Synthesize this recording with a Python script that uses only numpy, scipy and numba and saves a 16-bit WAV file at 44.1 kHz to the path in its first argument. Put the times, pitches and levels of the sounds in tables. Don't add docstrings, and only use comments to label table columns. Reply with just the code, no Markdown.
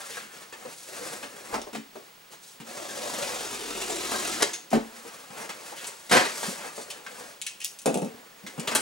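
import sys
import numpy as np
from scipy import signal
from scipy.fft import rfft, irfft, next_fast_len
from scipy.io import wavfile
from numba import njit

SR = 44100
rng = np.random.default_rng(int(sys.argv[2]) if len(sys.argv) > 2 else 0)


def log_audio(samples):
    frames = np.atleast_2d(samples).T
    limited = np.clip(frames, -1, 1)
    pcm = np.round(limited * 32767).astype(np.int16)
    wavfile.write(sys.argv[1], SR, pcm)


N = 388514
TIME = np.arange(N) / SR
RING = np.arange(SR // 2) / SR


def amp(db):
    return 10 ** (np.asarray(db) / 20)


def unit(x):
    return x / np.sqrt(np.mean(x ** 2))


def peak(x, db):
    return x * amp(db) / np.abs(x).max()


def add(track, s, sound):
    i = max(int(s * SR), 0)
    track[i:i + len(sound)] += sound[:N - i]


def rise(seconds):
    return 1 - np.exp(-RING / seconds)


def fade(t60, hold=0):
    return 1000 ** (-np.maximum(RING - hold, 0) / max(t60, 1e-4))


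def stroke(middle, length):
    out, moving = np.zeros(N), np.abs(TIME - middle) < length / 2
    out[moving] = np.abs(np.cos(np.pi * (TIME[moving] - middle) / length)) ** 1.97
    return out


def held(start, hold, attack, t60):
    return np.clip((TIME - start) / attack, 0, 1) * 1000 ** (-np.maximum(TIME - start - hold, 0) / t60)


def walk(rate):
    return np.interp(TIME * rate, np.arange(N // 20), rng.standard_normal(N // 20))


def on_axis(hz, points):
    f, value = np.transpose(points)
    return np.interp(np.log(hz + 1), np.log(f), value)


def colour(x, points, tilt_db=0, size=4096):
    hz = np.fft.rfftfreq(size, 1 / SR)
    gain = amp(on_axis(hz, points) + tilt_db * np.log2(hz / SR + 1 / size))
    cepstrum = irfft(np.log(gain))
    cepstrum[1:size // 2] *= 2
    cepstrum[size // 2 + 1:] = 0
    return signal.oaconvolve(x, irfft(np.exp(rfft(cepstrum))))[:len(x)]


def low_cut(x, hz):
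    return signal.sosfilt(signal.butter(3, hz, "high", fs=SR, output="sos"), x)


@njit
def resonate(x, hz, width):
    y, band, low = np.empty(len(x)), 0., 0.
    for i in range(len(x)):
        g = np.tan(np.pi * hz[i] / SR)
        v = (band + g * (x[i] - low)) / (1 + g * (g + width))
        band, low, y[i] = 2 * v - band, low + 2 * g * v, width * v
    return y


def band_pass(x, hz, width):
    return resonate(x, np.full(len(x), float(hz)), float(width))


def snaps(rate, spread_db):
    size = amp(spread_db * np.minimum(rng.exponential(size=N), 4))
    return unit((rng.random(N) < rate / SR) * size * rng.standard_normal(N))


def burst(t60):
    return rng.standard_normal(len(RING)) * fade(t60)


def ring(modes, detune, sag=0, hold=0, relax_s=0.028):
    clock = RING + sag * relax_s * rise(relax_s)
    out = 0
    for hz, db, t60 in modes:
        pitch = hz * (1 + detune * rng.standard_normal())
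        out += amp(db) * fade(t60, hold) * np.sin(2 * np.pi * pitch * clock) * rng.choice([-1, 1])
    return out


def tick(contact_s, tilt_db, spectrum):
    scrape = burst(contact_s * np.log(1000)) * rise(max(0.16 * contact_s, 1e-5))
    return peak(low_cut(colour(scrape, spectrum, tilt_db), hz=1420), 0)


# frequency in Hz, level in dB.
RUB_PANEL = [(60, -54), (110, -5.5), (200, 4.5), (330, 0), (520, 11), (750, 5.5), (1100, 4.5), (1800, 2.5),
             (2600, -4.5), (5000, -44)]
RUB_HISS = [(1200, -30.5), (2800, -7), (4500, 0), (7000, 1), (9500, 0.5), (12000, -7.5), (15500, -16.5)]
# middle and length in seconds,
# panel and hiss levels in dB, pitch of the rubbed spot in Hz.
RUBS = [(0, 0.18, -42, -43, 770), (0.146, 0.35, -44, -43, 1820), (0.378, 0.37, -49.5, -52, 1220),
        (0.662, 0.3, -47.5, -64, 527), (0.847, 0.89, -60, -48.5, 625), (1.048, 0.58, -40, -43.5, 378),
        (1.353, 0.92, -48.5, -53.5, 407), (1.508, 0.17, -41.5, -47, 450), (1.998, 0.35, -57.5, -61, 600),
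        (2.333, 0.071, -49, -48, 700), (2.482, 0.24, -72, -49.5, 704), (5.083, 1, -49, -52, 990),
        (5.405, 0.23, -38.5, -45.5, 513), (5.57, 0.34, -48, -54, 620), (5.669, 0.24, -45.5, -45.5, 810),
        (5.779, 0.089, -47, -45.5, 2320), (5.86, 0.26, -44.5, -47, 950), (6.06, 0.42, -53.5, -52, 870),
        (6.294, 0.099, -39, -60, 855), (6.43, 0.51, -40.5, -38.5, 820), (6.641, 0.26, -39.5, -45.5, 755),
        (6.79, 0.19, -45, -42.5, 527), (6.943, 0.4, -46.5, -53, 526), (7.214, 0.41, -44, -47.5, 497),
        (8.148, 0.79, -52.5, -62, 484), (8.555, 0.57, -52, -57, 477), (8.742, 0.4, -36.5, -49, 487)]

def rubbing(spot_db=-1, roam_octaves=0.11):
    panel_level = np.sqrt(sum((amp(db) * stroke(s, length)) ** 2 for s, length, db, _, _ in RUBS))
    hiss_level = np.sqrt(sum((amp(db) * stroke(s, length)) ** 2 for s, length, _, db, _ in RUBS))
    friction = snaps(rate=12000, spread_db=2.7) * amp(2.5 * walk(60))
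    middles, *_, pitches = np.transpose(RUBS)
    spot_hz = np.interp(TIME, middles, pitches) * 2 ** (roam_octaves * walk(7.8))
    spot = resonate(snaps(rate=3000, spread_db=0.99), spot_hz, width=0.85)
    body = unit(unit(colour(friction, RUB_PANEL)) + amp(spot_db) * unit(spot))
    return panel_level * body + hiss_level * unit(colour(friction, RUB_HISS))


# frequency in Hz, relative noise density in dB.
ROOM_TONE = [(30, -16), (100, -21), (170, -6.5), (280, -13), (400, -6.5), (600, -9.5), (1200, -10),
             (2400, -12), (3000, -12.5), (8000, -18.5), (11000, -21.5), (15500, -29)]

def room_tone(level_db=-54, whine_hz=15734.3, whine_db=-61):
    mid, side = (amp(level_db) * unit(colour(rng.standard_normal(N), ROOM_TONE)) for _ in range(2))
    return pair(mid, side) + amp(whine_db) * unit(np.sin(2 * np.pi * whine_hz * TIME))


# pitch in Hz, level in dB, t60 in seconds.
BOX_MODES = [(152.5, -17, 0.091), (222.4, -1.5, 0.13), (275, -10, 0.23), (333.7, -14.5, 0.2),
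             (392.4, -14, 0.098), (427.6, -14.5, 0.22)]
# multiple of its pitch, level in dB.
SPOT_MODES = [(0.802, -4.5), (1, 0.5), (1.089, -4.5)]
# frequency in Hz, level in dB.
BOX_SLAP = [(40, -42), (100, -25), (200, -19.5), (400, 2.5), (560, 0), (780, 3), (1050, 0), (1400, -6.5),
            (2000, -9), (3000, -13.5), (6000, -57)]
BOX_CRACK = [(1000, 5.5), (2300, 0.5), (4500, 1.5), (8500, 0), (11000, -7.5), (15500, -15)]
# start in seconds, slap level in dB, boom in dB relative to the slap,
# hardness as brightness in dB per octave, pitch of the struck spot in Hz, its level in dB.
KNOCKS = [(0.168, -32.5, -18, 1.5, 1600, -28), (0.223, -51, 3.5, -19, 533, -48),
          (0.524, -33.5, -20, 2, 1760, -38), (0.650, -33.5, -10, -3.5, 515, -31),
          (1.226, -32, -9, 4.5, 575, -36), (1.526, -27.5, -16, -1.5, 450, -30),
          (1.5404, -17, -14, -2, 1306, -23.5), (1.583, -31, -3, -8.5, 584, -27.5),
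          (1.668, -31.5, -22, -5.5, 590, -38), (1.729, -35.5, 3, 5.5, 395, -38),
          (1.748, -28.5, -9, 4.5, 594, -31), (1.953, -33, -13.5, -5, 570, -39),
          (2.331, -55, -22, 2, 405, -52), (2.600, -38.5, -0.5, 6, 170, -38),
          (4.426, -22.5, -14, -4.5, 492, -23), (4.714, -28, -11, 0, 277, -36),
          (4.729, -18, -20, -1, 772, -18), (4.750, -20, -4, -3, 430, -26),
          (5.047, -38, -11, -8.5, 494, -37), (5.302, -38, -14, 2, 180, -40),
          (5.491, -28, -26, 4, 1280, -41), (5.720, -34, -26, -5, 803, -30),
          (6.121, -14, -21, -1.5, 736, -27), (6.202, -20, -20, -1.5, 517, -27),
          (6.429, -26, -12.5, 2, 900, -27), (6.472, -38.5, 4.5, -11, 182, -29),
          (6.776, -28, -14, -6, 476, -30), (7.062, -35, -33, 2, 1510, -44),
          (8.436, -45, -4.5, -12, 174, -38), (8.464, -39, -4, 12.5, 2033, -33),
          (8.577, -30.5, 2, -3.5, 175, -26.5), (8.673, -22, -20, 4, 1170, -30),
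          (8.712, -22.5, -10, 2.5, 1340, -33), (8.751, -17.5, -9.5, 5.5, 1425, -17)]

def knocks(slap_t60=0.14, crack_t60=0.095, spot_t60=0.076, swell_s=0.014):
    out = np.zeros(N)
    for s, db, boom_db, hardness, hz, spot_db in KNOCKS:
        contact_s = 0.0007 * 2 ** (-hardness / 22) / amp(db) ** 0.18
        push, swell = rise(contact_s), rise(contact_s + swell_s)
        spot_modes = [(hz * ratio, mode_db, spot_t60) for ratio, mode_db in SPOT_MODES]
        spot = ring(spot_modes, detune=0.0063, sag=0.015)
        add(out, s, peak(colour(burst(slap_t60) * push, BOX_SLAP, hardness), db))
        add(out, s, peak(spot * push, spot_db - 2))
        add(out, s, peak(ring(BOX_MODES, detune=0.015, sag=0.05) * swell, db + boom_db))
        add(out, s, peak(colour(burst(crack_t60) * push, BOX_CRACK), db + 0.98 * hardness - 2))
    return low_cut(out, hz=122)


# start in seconds, level in dB.
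PUFFS = [(1.528, -40), (4.733, -40), (8.75, -58)]

def puffs():
    out = np.zeros(N)
    for s, db in PUFFS:
        add(out, s, peak(band_pass(burst(t60=0.4), hz=45, width=1), db))
    return out


# pitch in Hz, level in dB, t60 in seconds.
PANEL_MODES = [(564, 1, 0.1), (670, 2.5, 0.065), (760, 2, 0.11), (975, -12, 0.19), (1267, -16, 0.2),
               (1504, -10, 0.055), (1776, -14, 0.07), (2050, -15.5, 0.043)]
# start in seconds, boom level in dB,
# seconds for which its weight drives the boom, clap level in dB.
THUMPS = [(1.545, -30, 0.022, -25), (1.749, -30, 0.048, -32), (4.7285, -13, 0.05, -11.5)]

def thumps(swell_s=0.0063, clap_s=0.0015, linger_hz=227, linger_db=-21, linger_t60=0.64):
    out = np.zeros(N)
    for s, db, hold, clap_db in THUMPS:
        hollow = ring(BOX_MODES, detune=0.0031, hold=hold)
        low_note = ring([(linger_hz, linger_db, linger_t60)], detune=0.0057, hold=hold)
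        add(out, s, peak((hollow + low_note) * rise(swell_s), db))
        add(out, s, peak(ring(PANEL_MODES, detune=0.0024) * rise(clap_s), clap_db))
    return out


# frequency in Hz, level in dB.
CRACK_COLOUR = [(500, -69), (1500, -3), (2500, 2.5), (4000, 3), (6500, 7), (10000, 7.5), (12000, -1),
                (15500, -9)]
# start in seconds, level in dB, brightness in dB per octave,
# contact in seconds, snap in dB relative to the scrape, pitch in Hz.
CRACKS = [(1.6165, -30, -3, 0.0011, 1, 5500), (3.222, -28.5, -8, 0.008, -8, 2600),
          (3.959, -24, -2, 0.0006, -5, 6000), (4.275, -29, 8, .003, -1, 7000),
          (4.533, -25, -5.5, 0.01, -3, 6470), (4.705, -35, -1, 0.0072, 4, 6000),
          (5.844, -25.5, -2.5, 0.00064, -1.5, 5000), (5.868, -29, 1, 0.0095, -8, 7500),
          (6.246, -30.5, -7, 0.0078, -10, 4300), (6.293, -30, -5, 0.01, -8, 4500),
          (6.901, -27, -2.5, 0.011, -13, 2900), (7.064, -32, -10, 0.0026, -4, 1790),
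          (8.596, -26, -5, 0.006, -14, 7600), (8.6765, -23, -9, 0.0025, -5, 3500),
          (8.7505, -13.5, 1, 0.0098, 4, 8700)]

def cracks(gain_db=1, snap_s=0.00061, ring_db=1):
    out = np.zeros(N)
    for s, db, tilt_db, contact_s, snap_db, hz in CRACKS:
        snap = amp(snap_db) * tick(snap_s, tilt_db, CRACK_COLOUR)
        strike = snap + tick(contact_s, tilt_db, CRACK_COLOUR)
        piece = amp(ring_db) * band_pass(strike, hz, width=0.22)
        add(out, s, amp(db + gain_db) * (strike + piece))
    return out


# time in seconds, effort in dB.
SLIT_EFFORT = [(2.62, -51), (2.654, -44.5), (2.684, -40), (3.236, -32), (3.532, -35.5), (3.97, -32),
               (4.058, -32.5), (4.138, -30.5), (4.39, -32)]
# middle and length in seconds, extra level in dB.
CATCHES = [(2.777, 0.04, 3.5), (2.852, 0.044, 2), (3.06, 0.078, 3), (3.143, 0.05, 3.5), (3.183, 0.023, 4.5),
           (3.228, 0.045, 5), (3.337, 0.041, 4.5), (3.908, 0.068, 2), (3.963, 0.048, 0.5),
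           (4.124, 0.031, 8), (4.153, 0.037, 8)]
# time in seconds, pitch in Hz, level in dB.
FREE_EDGE = [(2.6, 580, -3), (2.85, 560, 0), (3.35, 545, -1), (3.5, 417, -8), (3.72, 384, 2),
             (3.98, 386, 3.5), (4.1, 338, -5.5), (4.4, 340, -1)]
# middle and length in seconds, pitch in Hz, level in dB.
SEAM_MODES = [(2.9, 0.66, 1576, -7), (3.15, 1, 5100, -25), (3.254, 0.92, 2030, -8), (3.7, 0.9, 3690, -17.5),
              (3.853, 0.6, 2930, -12), (3.875, 0.43, 7100, -7), (4.15, 0.38, 1055, -11),
              (4.15, 0.44, 1566, -12), (4.1, 0.89, 4040, -14)]
# frequency in Hz, level in dB.
SLIT_PANEL = [(60, -35), (100, -5.5), (170, -4), (220, -3.5), (300, 2.5), (400, 5), (700, 2.5), (1100, 2.5),
              (1400, 1), (2000, -4.5), (2600, -20), (4000, -33)]
SLIT_RASP = [(1200, -24), (2400, 4.5), (4000, 3), (7000, 3.5), (9500, 0.5), (12000, -7), (15500, -14.5)]

def slitting(flute_hz=46, flute_depth=0.29, drift_octaves=0.016, rasp_growth=1.197):
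    times, effort_db = np.transpose(SLIT_EFFORT)
    effort = amp(np.interp(TIME, times, effort_db))
    effort *= held(times[0], times[-1] - times[0], attack=0.039, t60=0.7)
    jerk_db = sum(db * stroke(s, length) for s, length, db in CATCHES)
    flutes = np.sin(2 * np.pi * np.cumsum(flute_hz * (1 + 0.053 * walk(12))) / SR)
    drag = (1 + flute_depth * flutes) * amp(1.7 * walk(110))
    cutting = snaps(rate=13000, spread_db=0.9) * drag

    edge_times, *edge_curves = np.transpose(FREE_EDGE)
    edge_hz, edge_db = (np.interp(TIME, edge_times, curve) for curve in edge_curves)
    edge = snaps(rate=4000, spread_db=1.1) * drag
    for _ in range(2):
        edge = resonate(edge, edge_hz, width=0.32)
    body = amp(-6) * unit(colour(cutting, SLIT_PANEL)) + amp(edge_db - 9) * unit(edge)
    for modes, db in ((BOX_MODES, -21), (PANEL_MODES, -18)):
        body += amp(db) * unit(signal.oaconvolve(cutting, ring(modes, detune=0.0051))[:N])
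    for s, length, hz, db in SEAM_MODES:
        board = resonate(cutting, hz * 2 ** (drift_octaves * walk(4.2)), width=0.028)
        body += amp(db - 8) * stroke(s, length) * unit(board)

    rasp = amp(1.5 + 0.29 * jerk_db) * unit(colour(cutting, SLIT_RASP))
    deep_cut = held(start=3.12, hold=1.22, attack=0.32, t60=0.5)
    throb = amp(-29) * deep_cut * unit(flutes * amp(3 * walk(14)))
    return effort * (amp(jerk_db) * body + throb) + effort ** rasp_growth * rasp


# frequency in Hz, level in dB.
RIP_PANEL = [(40, -9), (100, -19), (180, -6), (240, 0), (350, -4), (510, -3), (700, -7.5), (1050, 1),
             (1250, -2.5), (1950, 5), (2900, -40), (4000, -58.5)]
RIP_RASP = [(1300, -2), (2600, -1), (4500, -0.5), (8500, -3.5), (11000, -10), (15500, -26)]
# pitch in Hz, width as a share of the pitch, level in dB.
FLAP_MODES = [(510, 0.46, 7), (704, 0.089, 2), (1020, 0.084, -16), (1434, 0.12, -5), (1928, 0.066, 6)]
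# start and length in seconds, panel and rasp levels in dB.
RIPS = [(4.401, 0.01, -30, -35), (6.092, 0.034, -41.5, -30.5), (6.110, 0.064, -18.5, -28),
        (6.243, 0.013, -47, -37)]

def ripping(slack_db_per_s=40):
    shake_level = rasp_level = 0
    for s, hold, shake_db, rasp_db in RIPS:
        pull = held(s, hold, attack=0.006, t60=0.27)
        shake_level += amp(shake_db) * pull
        rasp_level += amp(rasp_db - slack_db_per_s * np.clip(TIME - s, 0, hold)) * pull
    tearing = snaps(rate=2500, spread_db=0.88) * amp(1.5 * np.tanh(walk(250)))
    flap = sum(amp(db) * unit(band_pass(tearing, hz, width)) for hz, width, db in FLAP_MODES)
    body = amp(-2) * unit(colour(tearing, RIP_PANEL)) + amp(-3) * unit(flap)
    rasp = amp(-0.6) * unit(colour(tearing, RIP_RASP))
    return low_cut(shake_level * body + rasp_level * rasp, hz=130)


# frequency in Hz, level in dB.
PARTING_CRACK = [(100, -13), (220, -6), (450, 5), (800, -3), (1400, 3), (2500, -5.5), (6000, -4.5),
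                 (10000, -7.5), (12000, -17), (15500, -31)]

def parting(start_s=4.4215, level_db=-6):
    out = np.zeros(N)
    fibres = rng.standard_normal(len(RING)) * fade(t60=0.019, hold=0.009) * rise(0.001)
    add(out, start_s, peak(colour(fibres, PARTING_CRACK), level_db))
    return out


# frequency in Hz, level in dB.
KNIFE_COLOUR = [(500, -69), (1800, -9), (2700, 0), (4500, -3), (6400, 2), (8200, 2.5), (9900, 3.5),
                (12000, -9.5), (15500, -18)]
# pitch in Hz, level in dB, t60 in seconds.
KNIFE_MODES = [(2520, -5, 0.19), (2760, -4, 0.19), (3090, 0, 0.13), (5500, 1, 0.11), (6170, 5, 0.13),
               (7170, -8, 0.11), (9950, -8, 0.062), (10840, 1, 0.09)]
# start in seconds, level in dB,
# brightness in dB per octave, contact in seconds, relative levels of snap and ring in dB.
KNIFE_CLICKS = [(7.4157, -28, -2, 0.0015, 7.5, -13), (7.421, -25.5, -2.5, 0.0014, -4, -12),
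                (7.465, -21.5, -3.5, 0.0033, -6, -10.5), (7.473, -27.5, -4, 0.0043, -3, -12),
                (7.603, -30, -4.5, 0.0032, -11, -10), (7.615, -30.5, -6, 0.0073, 0, -6),
                (7.64, -29.5, -3.5, 0.0067, -6, -12), (7.646, -21, 8, 0.0018, 10, -12),
                (7.653, -32, -2, 0.003, -6, -12), (7.788, -32, 1.5, 0.0047, 2, -17),
                (7.817, -38, 2, 0.0054, 2, -18)]

def knife_clicks(gain_db=3, snap_s=0.00055):
    out = np.zeros(N)
    for s, db, tilt_db, contact_s, snap_db, metal_db in KNIFE_CLICKS:
        snap = amp(snap_db) * tick(snap_s, tilt_db, KNIFE_COLOUR)
        scrape = tick(contact_s, tilt_db, KNIFE_COLOUR)
        modes = [(hz, mode_db + tilt_db * np.log2(hz), t60) for hz, mode_db, t60 in KNIFE_MODES]
        metal = peak(ring(modes, detune=0.0045), metal_db - 2)
        add(out, s, amp(db + gain_db) * (snap + scrape + metal))
    return out


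# pitch in Hz, level in dB, t60 in seconds.
TABLE_MODES = [(152, -5.5, 0.48), (231.3, 4, 0.32), (278, -1.5, 0.42), (420, -4, 0.19), (434, 1, 0.36),
               (510, 10.5, 0.09), (670, -1, .12), (727, 10, 0.046), (790, -5, 0.046), (863, -3, 0.075)]
# frequency in Hz, level in dB.
TABLE_THUD = [(60, -60), (110, -35), (170, -11.5), (500, -4.5), (730, 0), (1000, -8.5), (1600, -14.5),
              (3000, -18)]
# start in seconds, thud level in dB,
# its brightness in dB per octave, tick of the loose blade in dB.
KNIFE_BOUNCES = [(7.858, -12.5, -4, -13.5), (7.874, -12, -6.5, -26), (7.892, -21.5, -10, -33),
                 (7.942, -20.5, -5, -19), (7.955, -15.5, -14.5, -46), (7.973, -20, -8, -25),
                 (8.018, -18.5, -11.5, -30), (8.046, -24, -18, -32)]

def knife_bounces(blade_hz=2620, blade_t60=0.15):
    out = np.zeros(N)
    for s, db, tilt_db, tick_db in KNIFE_BOUNCES:
        add(out, s, peak(colour(burst(t60=0.13), TABLE_THUD, tilt_db), db - 2))
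        add(out, s, peak(ring(TABLE_MODES, detune=0.0238), db - 2))
        add(out, s, peak(ring(KNIFE_MODES, detune=0.0031), db - 28))
        add(out, s, peak(ring([(blade_hz, 0, blade_t60)], detune=0.008), db - 32))
        add(out, s, amp(tick_db) * tick(contact_s=0.0029, tilt_db=1, spectrum=KNIFE_COLOUR))
    return low_cut(out, hz=176)


def flap_groan(hz=480, width=0.1, level_db=-51):
    fold = band_pass(snaps(rate=1300, spread_db=1), hz, width)
    return amp(level_db) * stroke(middle=8.7, length=0.36) * unit(band_pass(fold, hz, width))


# frequency in Hz, level in dB.
ROOM_COLOUR = [(60, -28), (250, 0.5), (700, -2.5), (2500, 3), (7000, 3), (15000, -5)]

def reflections(x, early_t60=0.072, early_db=-5, late_t60=0.34, late_db=-8):
    shares = np.array([walk(50) for _ in range(6)])
    shares /= np.sqrt(np.sum(shares ** 2, axis=0))
    out = 0
    for share in shares:
        early = unit(burst(early_t60) * (RING > .003))
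        late = unit(low_cut(burst(late_t60) * (RING > .008), hz=273))
        out += signal.oaconvolve(x * share, amp(early_db) * early + amp(late_db) * late)[:N]
    return colour(out, ROOM_COLOUR) / np.sqrt(len(RING))


# frequency in Hz, lead of the left in radians.
LEFT_LEAD = [(40, 0.082), (200, 0.6), (500, 1.19), (1000, 1.2), (2000, 0.95), (4000, 0.38), (8000, 0.82),
             (10500, 0)]
# frequency in Hz, level in dB.
DIFFUSE_WIDTH = [(50, -7), (100, -12), (200, -21), (700, -4), (1500, -3), (5000, -7), (8500, -20),
                 (11000, -36)]

def pair(mid, side):
    size = next_fast_len(N + SR // 10)
    turn = np.exp(.5j * on_axis(np.fft.rfftfreq(size, 1 / SR), LEFT_LEAD))
    spectrum, difference = rfft(mid, size), colour(side, DIFFUSE_WIDTH)
    left = irfft(spectrum * turn, size)[:N] + difference
    right = irfft(spectrum / turn, size)[:N] - difference
    return np.array([left, right])


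def scene(direct_db=-1.5, lean_left_db=0.56, thump_room_db=-8, parting_room_db=-5):
    box = rubbing() + slitting() + ripping() + knocks() + flap_groan() + puffs() + cracks()
    table = box + knife_clicks() + knife_bounces()
    thump, strand = thumps(), parting()
    direct = amp(direct_db) * (table + thump + strand)
    into_room = table + amp(thump_room_db) * thump + amp(parting_room_db) * strand
    heard = pair(mid=direct + reflections(into_room), side=reflections(into_room))
    return heard * amp([[lean_left_db], [-lean_left_db]]) + room_tone()


def record(dry):
    rounded = .75 * np.tanh(dry / .75)
    return signal.sosfilt(signal.ellip(10, .1, 80, 16200, fs=SR, output="sos"), rounded)


dry = scene()
out = record(dry)
log_audio(out)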